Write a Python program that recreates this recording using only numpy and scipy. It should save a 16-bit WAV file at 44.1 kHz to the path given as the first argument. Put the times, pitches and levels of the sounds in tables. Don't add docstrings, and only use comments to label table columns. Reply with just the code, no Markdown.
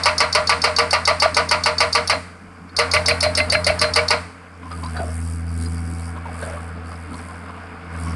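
import sys
import numpy as np
from scipy import signal
from scipy.fft import rfft, irfft
from scipy.io import wavfile

SR = 44100
rng = np.random.default_rng(int(sys.argv[2]) if len(sys.argv) > 2 else 0)


def master_out(mix):
    frames = np.transpose(np.atleast_2d(mix))
    ceiling = np.clip(frames, -1, 1)
    pcm = np.round(ceiling * 32767).astype(np.int16)
    wavfile.write(sys.argv[1], SR, pcm)


N = 359415

# t/s, relative peak level/dB, bite (0-1), low ring level/dB, relative rebound level/dB
BLOWS = [(-0.089, -1, 0, -12, -14), (0.056, -2.5, 0.06, -8, -5), (0.202, -3.5, 0, 1, -9),
         (0.348, -3, 0.03, 7.5, -15), (0.493, -2.5, 0.1, -1, -3), (0.639, -3, 0, 10.5, -21),
         (0.784, -3.5, 0.04, 8, -24), (0.929, -4.5, 0.03, -7, -31), (1.074, -3.5, 0.09, 5, -26),
         (1.221, -4, 0, 3, -8), (1.366, -3.5, 0, 0, -16), (1.511, -3.5, 0.04, 5, -10),
         (1.658, -4.5, 0.06, 4, -14), (1.803, -3, 0.17, 3.5, -3), (1.949, -4, 0.08, 2.5, -9),
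         (2.096, -4.5, 0.17, -3.5, -3), (2.787, -4.5, 0.2, 11, -12), (2.935, -3.5, 0.48, -1, -5),
         (3.081, -4.5, 0.7, 3, 1), (3.227, -6.5, 0.83, -1, -6), (3.372, -7, 1, -12, -2),
         (3.52, -7, 0.9, -13, -3), (3.665, -5, 0.83, -3, -1.5), (3.813, -4.5, 0.55, 6.5, -1),
         (3.958, -3.5, 0.36, 10, -3), (4.104, -4.5, 0.13, 8.5, -7)]


def from_db(db):
    return 10 ** (np.asarray(db) / 20)


def rms_one(x):
    return x / np.sqrt(np.mean(x ** 2) + 1e-20)


def in_time(rows):
    s, *columns = np.transpose(rows)
    return [np.interp(np.arange(N) / SR, s, column) for column in columns]


def at_hz(points, hz):
    table_hz, values = np.transpose(points)
    return np.interp(np.log(hz), np.log(table_hz), values)


def bandpass(x, order, low_hz, high_hz):
    return signal.sosfilt(signal.butter(order, [low_hz, high_hz], "band", fs=SR, output="sos"), x)


def drift(rate_hz):
    step = 40
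    r = np.exp(-2 * np.pi * rate_hz * step / SR)
    white = rng.standard_normal(N // step + 2002)
    slow = signal.lfilter([1], [1, -2 * r, r * r], white)[2000:]
    return np.interp(np.arange(N) / step, np.arange(len(slow)), rms_one(slow))


def shaped(white, spectrum):
    length = white.shape[-1]
    hz = np.maximum(np.fft.rfftfreq(length, 1 / SR), 1)
    inside = (hz > spectrum[0][0]) & (hz < spectrum[-1][0])
    return rms_one(irfft(rfft(white) * from_db(at_hz(spectrum, hz)) * inside, length))


def patchy(x, edges_hz, depth_db):
    mixed = 0
    for k, (low, high) in enumerate(zip(edges_hz, edges_hz[1:])):
        sign = (-1) ** k
        mixed = mixed + sign * from_db(depth_db * drift(9.3)) * bandpass(x, 2, low, high)
    return mixed


def ring(push, hz, t60):
    r, w = from_db(-60 / (t60 * SR)), 2 * np.pi * hz / SR
    return signal.lfilter([0, np.sin(w)], [1, -2 * r * np.cos(w), r * r], push + 1e-18)


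def struck(push, hz, t60):
    rung = ring(push, hz, t60)
    return rung / np.abs(rung).max(axis=-1, keepdims=True)


def place(times, sounds):
    out = np.zeros(SR + N + sounds.shape[1])
    for s, sound in zip(times, sounds):
        start = SR + round(s * SR)
        out[start:start + len(sound)] += sound
    return out[SR:SR + N]


def firing_window(cycles, width):
    return np.exp(-.5 * ((cycles % 1 - .5) / width) ** 2)


def firing_strength(cycles, spread_db):
    firing = cycles.astype(int)
    return from_db(spread_db * rng.standard_normal(firing[-1] + 1))[firing]


def firing_cycles():
    # t/s, firing rate/Hz
    speed_curve = [(0, 84.6), (2.0, 84.7), (2.25, 87.4), (2.55, 88.8), (2.85, 85.8), (4.05, 85.7),
                   (4.35, 88.6), (4.65, 85.3), (4.95, 80.8), (5.25, 83.2), (5.55, 82.9), (6.15, 83.6),
                   (6.45, 83.1), (7.05, 83.8), (7.65, 86.9), (7.95, 83.6), (8.15, 82)]
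    (speed,) = in_time(speed_curve)
    return np.cumsum(speed * (1 + 0.00186 * drift(2.54))) / SR


def fan_hiss():
    spectrum = [(5000, -6), (6500, -2), (8500, 2.5), (11000, -5), (12800, -20)]   # f/Hz, relative level/dB
    return from_db(-65) * shaped(rng.standard_normal(N), spectrum)


def engine_rumble(swing_db):
    # f/Hz, relative level/dB per Hz
    spectrum = [(12, -53), (20, -10), (37, -5.5), (86, -12), (129, -12.5), (172, 1), (274, 1), (335, -4.5),
                (375, -20.5), (436, -3.5), (520, -50), (680, -51), (1140, -120)]
    level_db = -43.5 + 0.31 * swing_db + 2.66 * drift(6.1)
    return from_db(level_db) * shaped(rng.standard_normal(N), spectrum)


def panel_clatter(cycles):
    # f/Hz, relative level/dB per Hz
    spectrum = [(220, -9), (380, -74), (436, 3.5), (516, -6), (765, -2.5), (827, -6.5), (1120, -1.5),
                (1440, -1.5), (1550, -2), (1950, -11.5), (2170, -7), (3160, -21), (4000, -28),
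                (5200, -15.5), (8800, -120)]
    # t/s, level/dB
    level_curve = [(0, -34), (2.15, -36.5), (2.32, -46), (2.72, -46), (2.85, -32.5), (4.15, -33),
                   (4.32, -43.5), (4.6, -45), (4.95, -38), (5.36, -43.5), (5.8, -41.5), (6.25, -39.5),
                   (6.47, -35), (6.67, -40.5), (7.06, -40), (7.2, -38.5), (7.8, -39.5), (8.15, -35.5)]
    beat = 1 + .5 * firing_window(cycles, 0.65) * firing_strength(cycles, 2.7)
    noise = shaped(rng.standard_normal(N) * beat, spectrum)
    noise = rms_one(patchy(noise, np.geomspace(350, 5000, 10), depth_db=1.1))
    (level_db,) = in_time(level_curve)
    return from_db(level_db) * noise


def drone(cycles, load_db, swing_db):
    upper_db = [-9, -12]
    phases = [0, 0.015, 0.13]
    follows, wander_db = .8, 1.3
    orders_db = [load_db]
    for db in upper_db:
        orders_db.append(load_db.mean() + db + follows * swing_db + wander_db * drift(4.8))
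    total = 0
    for k, (db, phase) in enumerate(zip(orders_db, phases)):
        gain = (-1) ** k * np.sqrt(2) * from_db(db + 0.28 * drift(27))
        total = total + gain * np.cos(2 * np.pi * ((k + 1) * cycles + phase))
    return total


def pump_whine(cycles):
    # t/s, level of order 9/dB, level of order 27/dB
    level_curves = [(4.6, -70, -65), (5.2, -67, -71), (5.6, -55, -56.5), (6.1, -52, -58), (6.5, -51.5, -57),
                    (7.2, -57, -83), (7.8, -55.5, -56), (8.15, -52, -58)]
    total = 0
    for order, db in zip((9, 27), in_time(level_curves)):
        total = total + np.sqrt(2) * from_db(db + 1.0 * drift(3.3)) * np.sin(2 * np.pi * order * cycles)
    return total


def exhaust_and_knock(cycles, swing_db):
    # f/Hz, relative level/dB per Hz
    spectrum = [(3410, -35), (5800, -39), (6020, -19), (7100, -14.5), (8000, -4.5), (9190, -3),
                (10300, -6.5), (12300, -23.5), (16000, -55), (22000, -120)]
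    # t/s, level/dB
    level_curve = [(4.4, -82), (4.57, -74), (4.75, -49), (5.05, -47), (5.16, -43.5), (5.34, -44.5),
                   (5.45, -56.5), (5.54, -50), (5.63, -42), (5.8, -49), (6.08, -46.5), (6.22, -65),
                   (6.32, -53), (6.43, -42.5), (6.68, -56), (6.81, -70), (6.88, -53.5), (7.09, -59),
                   (7.16, -47.5), (7.5, -62), (7.88, -69), (7.94, -55), (8.02, -46), (8.15, -49.5)]
    (hiss_db,) = in_time(level_curve)
    force = 2.2 * firing_strength(cycles, 2.5)

    pushes = rng.standard_normal(N) * (1 + force * firing_window(cycles, 0.06))
    knock = ring(pushes, 4830, 0.0047) + 0.48 * ring(pushes, 5390, 0.0079) + 0.24 * ring(pushes, 3200, 0.0032)
    knock = rms_one(patchy(knock, [3050, 4360, 4950, 7240], depth_db=4))
    knock_gain = np.hypot(from_db(-63 + 0.19 * swing_db), from_db(hiss_db - 6))

    puffs = rng.standard_normal(N) * (1 + force * firing_window(cycles, 0.1))
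    hiss = shaped(puffs, spectrum) * from_db(0.35 * drift(9.4))
    return knock_gain * knock + from_db(hiss_db) * hiss


def diesel():
    # t/s, level/dB
    load_curve = [(0, -36), (1.25, -35), (2.18, -36.5), (2.38, -48.5), (2.72, -45), (2.81, -34),
                  (2.97, -29.5), (3.6, -30), (4.2, -33.5), (4.34, -47), (4.5, -47), (4.78, -30.5),
                  (5.25, -24.5), (5.4, -26.5), (5.61, -23.5), (6.08, -29), (6.24, -33), (6.56, -32),
                  (7.2, -36), (7.83, -42), (7.97, -29.5), (8.06, -26), (8.15, -25.5)]
    (load_db,) = in_time(load_curve)
    swing_db = load_db - load_db.mean()
    cycles = firing_cycles()
    noises = fan_hiss() + engine_rumble(swing_db) + panel_clatter(cycles)
    tones = drone(cycles, load_db, swing_db) + pump_whine(cycles)
    return noises + tones + exhaust_and_knock(cycles, swing_db)


def scraped(events, overtones, scrape_s):
    grit_db = -22
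    t = np.arange(SR // 3) / SR
    sounds = []
    for s, level_db, hz, t60 in events:
        scrape = rng.standard_normal(len(t)) * t / scrape_s * np.exp(-t / scrape_s)
        partials = sum(from_db(db) * struck(scrape, hz * ratio, t60 / ratio) for ratio, db in overtones)
        grit = from_db(grit_db) * struck(scrape, 1.5 * min(hz, 2000), 0.0013)
        sounds.append(from_db(level_db) * (partials + grit))
    return place(np.array(events)[:, 0] - scrape_s, np.array(sounds))


def loose_steel():
    # t/s, relative peak level/dB, f/Hz, t60/s
    clanks = [(4.63, -25, 1076, 0.045), (4.659, -25, 1030, 0.11), (4.715, -18, 1226, 0.048),
              (4.837, -16.5, 1028, 0.075), (4.954, -22.5, 723, 0.32), (4.97, -15.5, 1484, 0.1),
              (4.999, -13, 682, 0.094), (5.042, -19, 645, 0.1), (5.089, -23.5, 640, 0.13),
              (6.169, -22, 1100, 0.04), (6.26, -19, 940, 0.077), (6.289, -22, 734, 0.061),
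              (6.349, -27, 1130, 0.058), (6.429, -19, 1630, 0.023), (6.429, -16.5, 618, 0.087),
              (6.469, -18.5, 657, 0.065), (6.504, -21, 620, 0.06), (6.539, -22.5, 587, 0.11),
              (6.572, -21.5, 1130, 0.1), (6.919, -24.5, 1156, 0.059), (7.141, -23.5, 996, 0.047),
              (7.289, -27, 1045, 0.077), (7.499, -23, 1117, 0.043), (7.972, -26, 1250, 0.075),
              (8.07, -20.5, 1120, 0.2)]
    # t/s, relative peak level/dB, f/Hz, t60/s
    clinks = [(2.694, -41, 4380, .06), (4.7152, -34.5, 4950, 0.053), (4.838, -29, 4570, 0.035),
              (4.862, -28, 4770, .03), (4.9673, -30, 4620, 0.13), (5.6594, -29, 4900, 0.036),
              (6.4268, -36, 4360, 0.03), (6.8593, -42, 4500, 0.02), (6.957, -39, 5050, .02),
              (7.1422, -32.5, 4200, 0.02), (7.19, -42, 4300, .03)]
    dull = scraped(clanks, [(.93, -29), (1, -7), (1.1, -20.5), (2.2, -27.5), (2.7, -29)], scrape_s=0.0091)
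    sharp = scraped(clinks, [(.85, -12), (1, -2.5), (1.1, -20)], scrape_s=0.0014)
    return dull + sharp


def strikes(events, contacts, modes, soft_s, sweep_s, spread_db):
    s, level_db, lowest_db = np.transpose(events)
    t = np.arange(SR // 3) / SR - .005
    grind = rng.standard_normal(len(t)) + 1.3 * rng.standard_normal((len(s), len(t)))
    strength = from_db(spread_db * rng.standard_normal((len(s), len(modes))))
    strength[:, 0] *= from_db(lowest_db)
    first_hz, last_hz = modes[0][0], modes[-1][0]
    sounds = 0
    for k, (hz, mode_db, t60) in enumerate(modes):
        lag = sweep_s * (first_hz / hz) ** 4
        pushes = sum(from_db(db) * np.exp(-.5 * ((t - lag - delay) / soft_s) ** 2) for delay, db in contacts)
        sounds = sounds + from_db(mode_db) * strength[:, [k]] * struck(pushes * grind, hz, t60)
    sounds = bandpass(sounds, 5, first_hz, 1.17 * last_hz)
    return place(s + t[0], from_db(level_db[:, None]) * sounds)


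def valve_ticks():
    # delay/s, level/dB
    contacts = [(-.0004, -0.5), (.0022, 2.5), (.009, -6.5), (.015, -5)]
    # f/Hz, level/dB, t60/s
    modes = [(3805, 0.5, 0.055), (4020, -25, 0.04), (4600, -21, .025), (4570, 4, 0.03), (5000, -2.5, 0.029),
             (4630, -5, 0.0099), (4740, -8, 0.033), (5220, 3, 0.02), (5600, -49, 0.011),
             (6420, -17.5, 0.14), (8280, -16, 0.056), (9460, -8.5, 0.01)]
    lead_s, level_db = 0.021, -18.5
    events = [(s - lead_s, level_db, -16 + 4 * bite) for s, _, bite, *_ in BLOWS]
    return strikes(events, contacts, modes, soft_s=0.0015, sweep_s=0.0033, spread_db=3.5)


def rebounds():
    # f/Hz, level/dB, t60/s
    modes = [(620, 3, 0.033), (617, -11, 0.032), (1130, -23, 0.14), (1660, -4, 0.025), (2075, -9, 0.09),
             (2270, -7.5, 0.051), (2490, 0.5, 0.013), (2664, -13, 0.081)]
    lag_s, trim_db = 0.031, -11.5
    events = [(s + lag_s, db + trim_db, -4 - db) for s, *_, db in BLOWS]
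    contacts = [(0, -2), (.003, -11.5)]   # delay/s, level/dB
    return strikes(events, contacts, modes, soft_s=0.0025, sweep_s=0.0057, spread_db=5.0)


def crash_of_blow(white, t, colour_gain):
    # f/Hz, relative level/dB per Hz
    spectrum = [(35, -37), (60, 4.5), (128, 1.5), (334, -133), (596, -18.5), (814, -12.5), (1160, 0.5),
                (1700, -8.5), (1980, 0), (3390, -12), (4630, 4), (6610, -14), (8830, -10.5), (10300, -20),
                (12300, -38), (16000, -80), (22000, -120)]
    # f/Hz, t60/s
    decay = [(100, 0.054), (500, 0.42), (1500, 0.13), (3000, 0.22), (5000, 0.12), (8000, 0.052),
             (12000, 0.088)]
    # f/Hz, level/dB
    echo_tilt = [(300, -19), (1000, -16.5), (3000, -16), (6000, -24.5), (9000, -10), (12000, -22.5)]
    echo_t60_s, echo_rise_s = 0.6, 0.0053
    noise = shaped(white, spectrum)
    edges_hz = 50 * 2 ** np.arange(0, 8.6, .5)
    crash = 0
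    for k, (low, high) in enumerate(zip(edges_hz, edges_hz[1:])):
        hz = np.sqrt(low * high)
        hold_s = 0.016 * 1000 / (hz + 1000)
        rise = 1 - np.exp(-t * hz / 10)
        direct = from_db(-60 * np.maximum(t - hold_s, 0) / at_hz(decay, hz)) * rise
        echo = from_db(at_hz(echo_tilt, hz) - 60 * t / echo_t60_s) * (1 - np.exp(-t / echo_rise_s))
        band = bandpass(noise * np.hypot(direct, echo), 2, low, high)
        crash = crash + (-1) ** k * colour_gain(hz) * band
    return crash


def ringing_steel(white, t, colour_gain):
    modes_hz = [473, 613, 655, 721, 893, 958, 1000, 1162, 1245, 1399, 1470, 1985, 2088, 2200, 2390, 2630,
                2777, 4155, 4414, 4543, 5110, 5330]
    # level/dB, t60/s
    modes = [(-5, 0.27), (0, 0.53), (-4.5, 0.61), (-18, 0.38), (-6, 0.5), (4, 0.17), (-7.5, 0.54),
             (11.5, 0.099), (-26, 0.056), (-4, 0.27), (3.5, 0.16), (-15, 0.13), (-8, 0.24), (-10, 0.14),
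             (-10.5, 0.11), (3, 0.064), (1.5, 0.13), (3.5, 0.23), (-29, 0.13), (-6, 0.22), (-35, 0.26),
             (-32, 0.19)]
    shake_s, spread_db = 0.012, 1.5
    damp_s, damp_db_per_s = .075, 320
    shake = white * np.exp(-t / shake_s)
    steel = 0
    for hz, (level_db, t60) in zip(modes_hz, modes):
        catch_db = spread_db * rng.standard_normal((len(white), 1))
        steel = steel + from_db(level_db + catch_db) * colour_gain(hz) * struck(shake, hz, t60)
    damped = steel * from_db(-damp_db_per_s * np.maximum(t - damp_s, 0))
    no_bass = signal.butter(8, 440, "high", fs=SR, output="sos")
    return signal.sosfilt(no_bass, damped)


def blows():
    # f/Hz, level with the tool on the surface/dB, level added at full bite/dB
    colour = [(130, -6.5, 13), (473, 0, -1.5), (620, -1, 7), (1040, 0.5, -19), (2100, -0.9, 2.5),
              (3460, -7.5, -7.5), (4230, -10.5, 10.5), (4720, -6.5, -2.5), (8700, -7, 0.5),
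              (11260, -1, 9.5)]
    colour_spread_db = 0.15
    sameness = 0.49
    s, peak_db, bite, low_ring_db, _ = np.transpose(BLOWS)
    t = np.arange(SR * 6 // 10) / SR
    common = rng.standard_normal(len(t))
    own = rng.standard_normal((len(s), len(t)))
    white = np.sqrt(sameness) * common + np.sqrt(1 - sameness) * own

    colour_hz, surface_db, bite_db = np.transpose(colour)
    chance_db = colour_spread_db * rng.standard_normal((len(s), len(colour)))
    colours_db = surface_db + bite[:, None] * bite_db + chance_db
    colours_db[:, 1] += low_ring_db

    def colour_gain(hz):
        return from_db([[np.interp(np.log(hz), np.log(colour_hz), row)] for row in colours_db])

    crash = from_db(-3.0) * crash_of_blow(white, t, colour_gain)
    steel = from_db(-16) * ringing_steel(white, t, colour_gain)
    return place(s, from_db(peak_db[:, None]) * (crash + steel))


def scene():
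    breaker = valve_ticks() + rebounds() + blows()
    return (diesel() + loose_steel() + breaker)[None]


def record(dry):
    limit_db, share = -5, 0.57
    release_db_per_s, attack_s = 223, .003
    over_db = np.maximum(20 * np.log10(np.abs(dry) + 1e-9) - limit_db, 0)
    fall_db = release_db_per_s * np.arange(N) / SR
    held_db = np.maximum.accumulate(over_db + fall_db, axis=1) - fall_db
    r = np.exp(-1 / (attack_s * SR))
    duck_db = share * signal.lfilter([1 - r], [1, -r], held_db)
    rounded = np.tanh(dry * from_db(-duck_db))
    top_cut = signal.cheby2(10, 50, 12900, fs=SR, output="sos")
    return signal.sosfilt(top_cut, rounded)


dry = scene()
out = record(dry)
master_out(out)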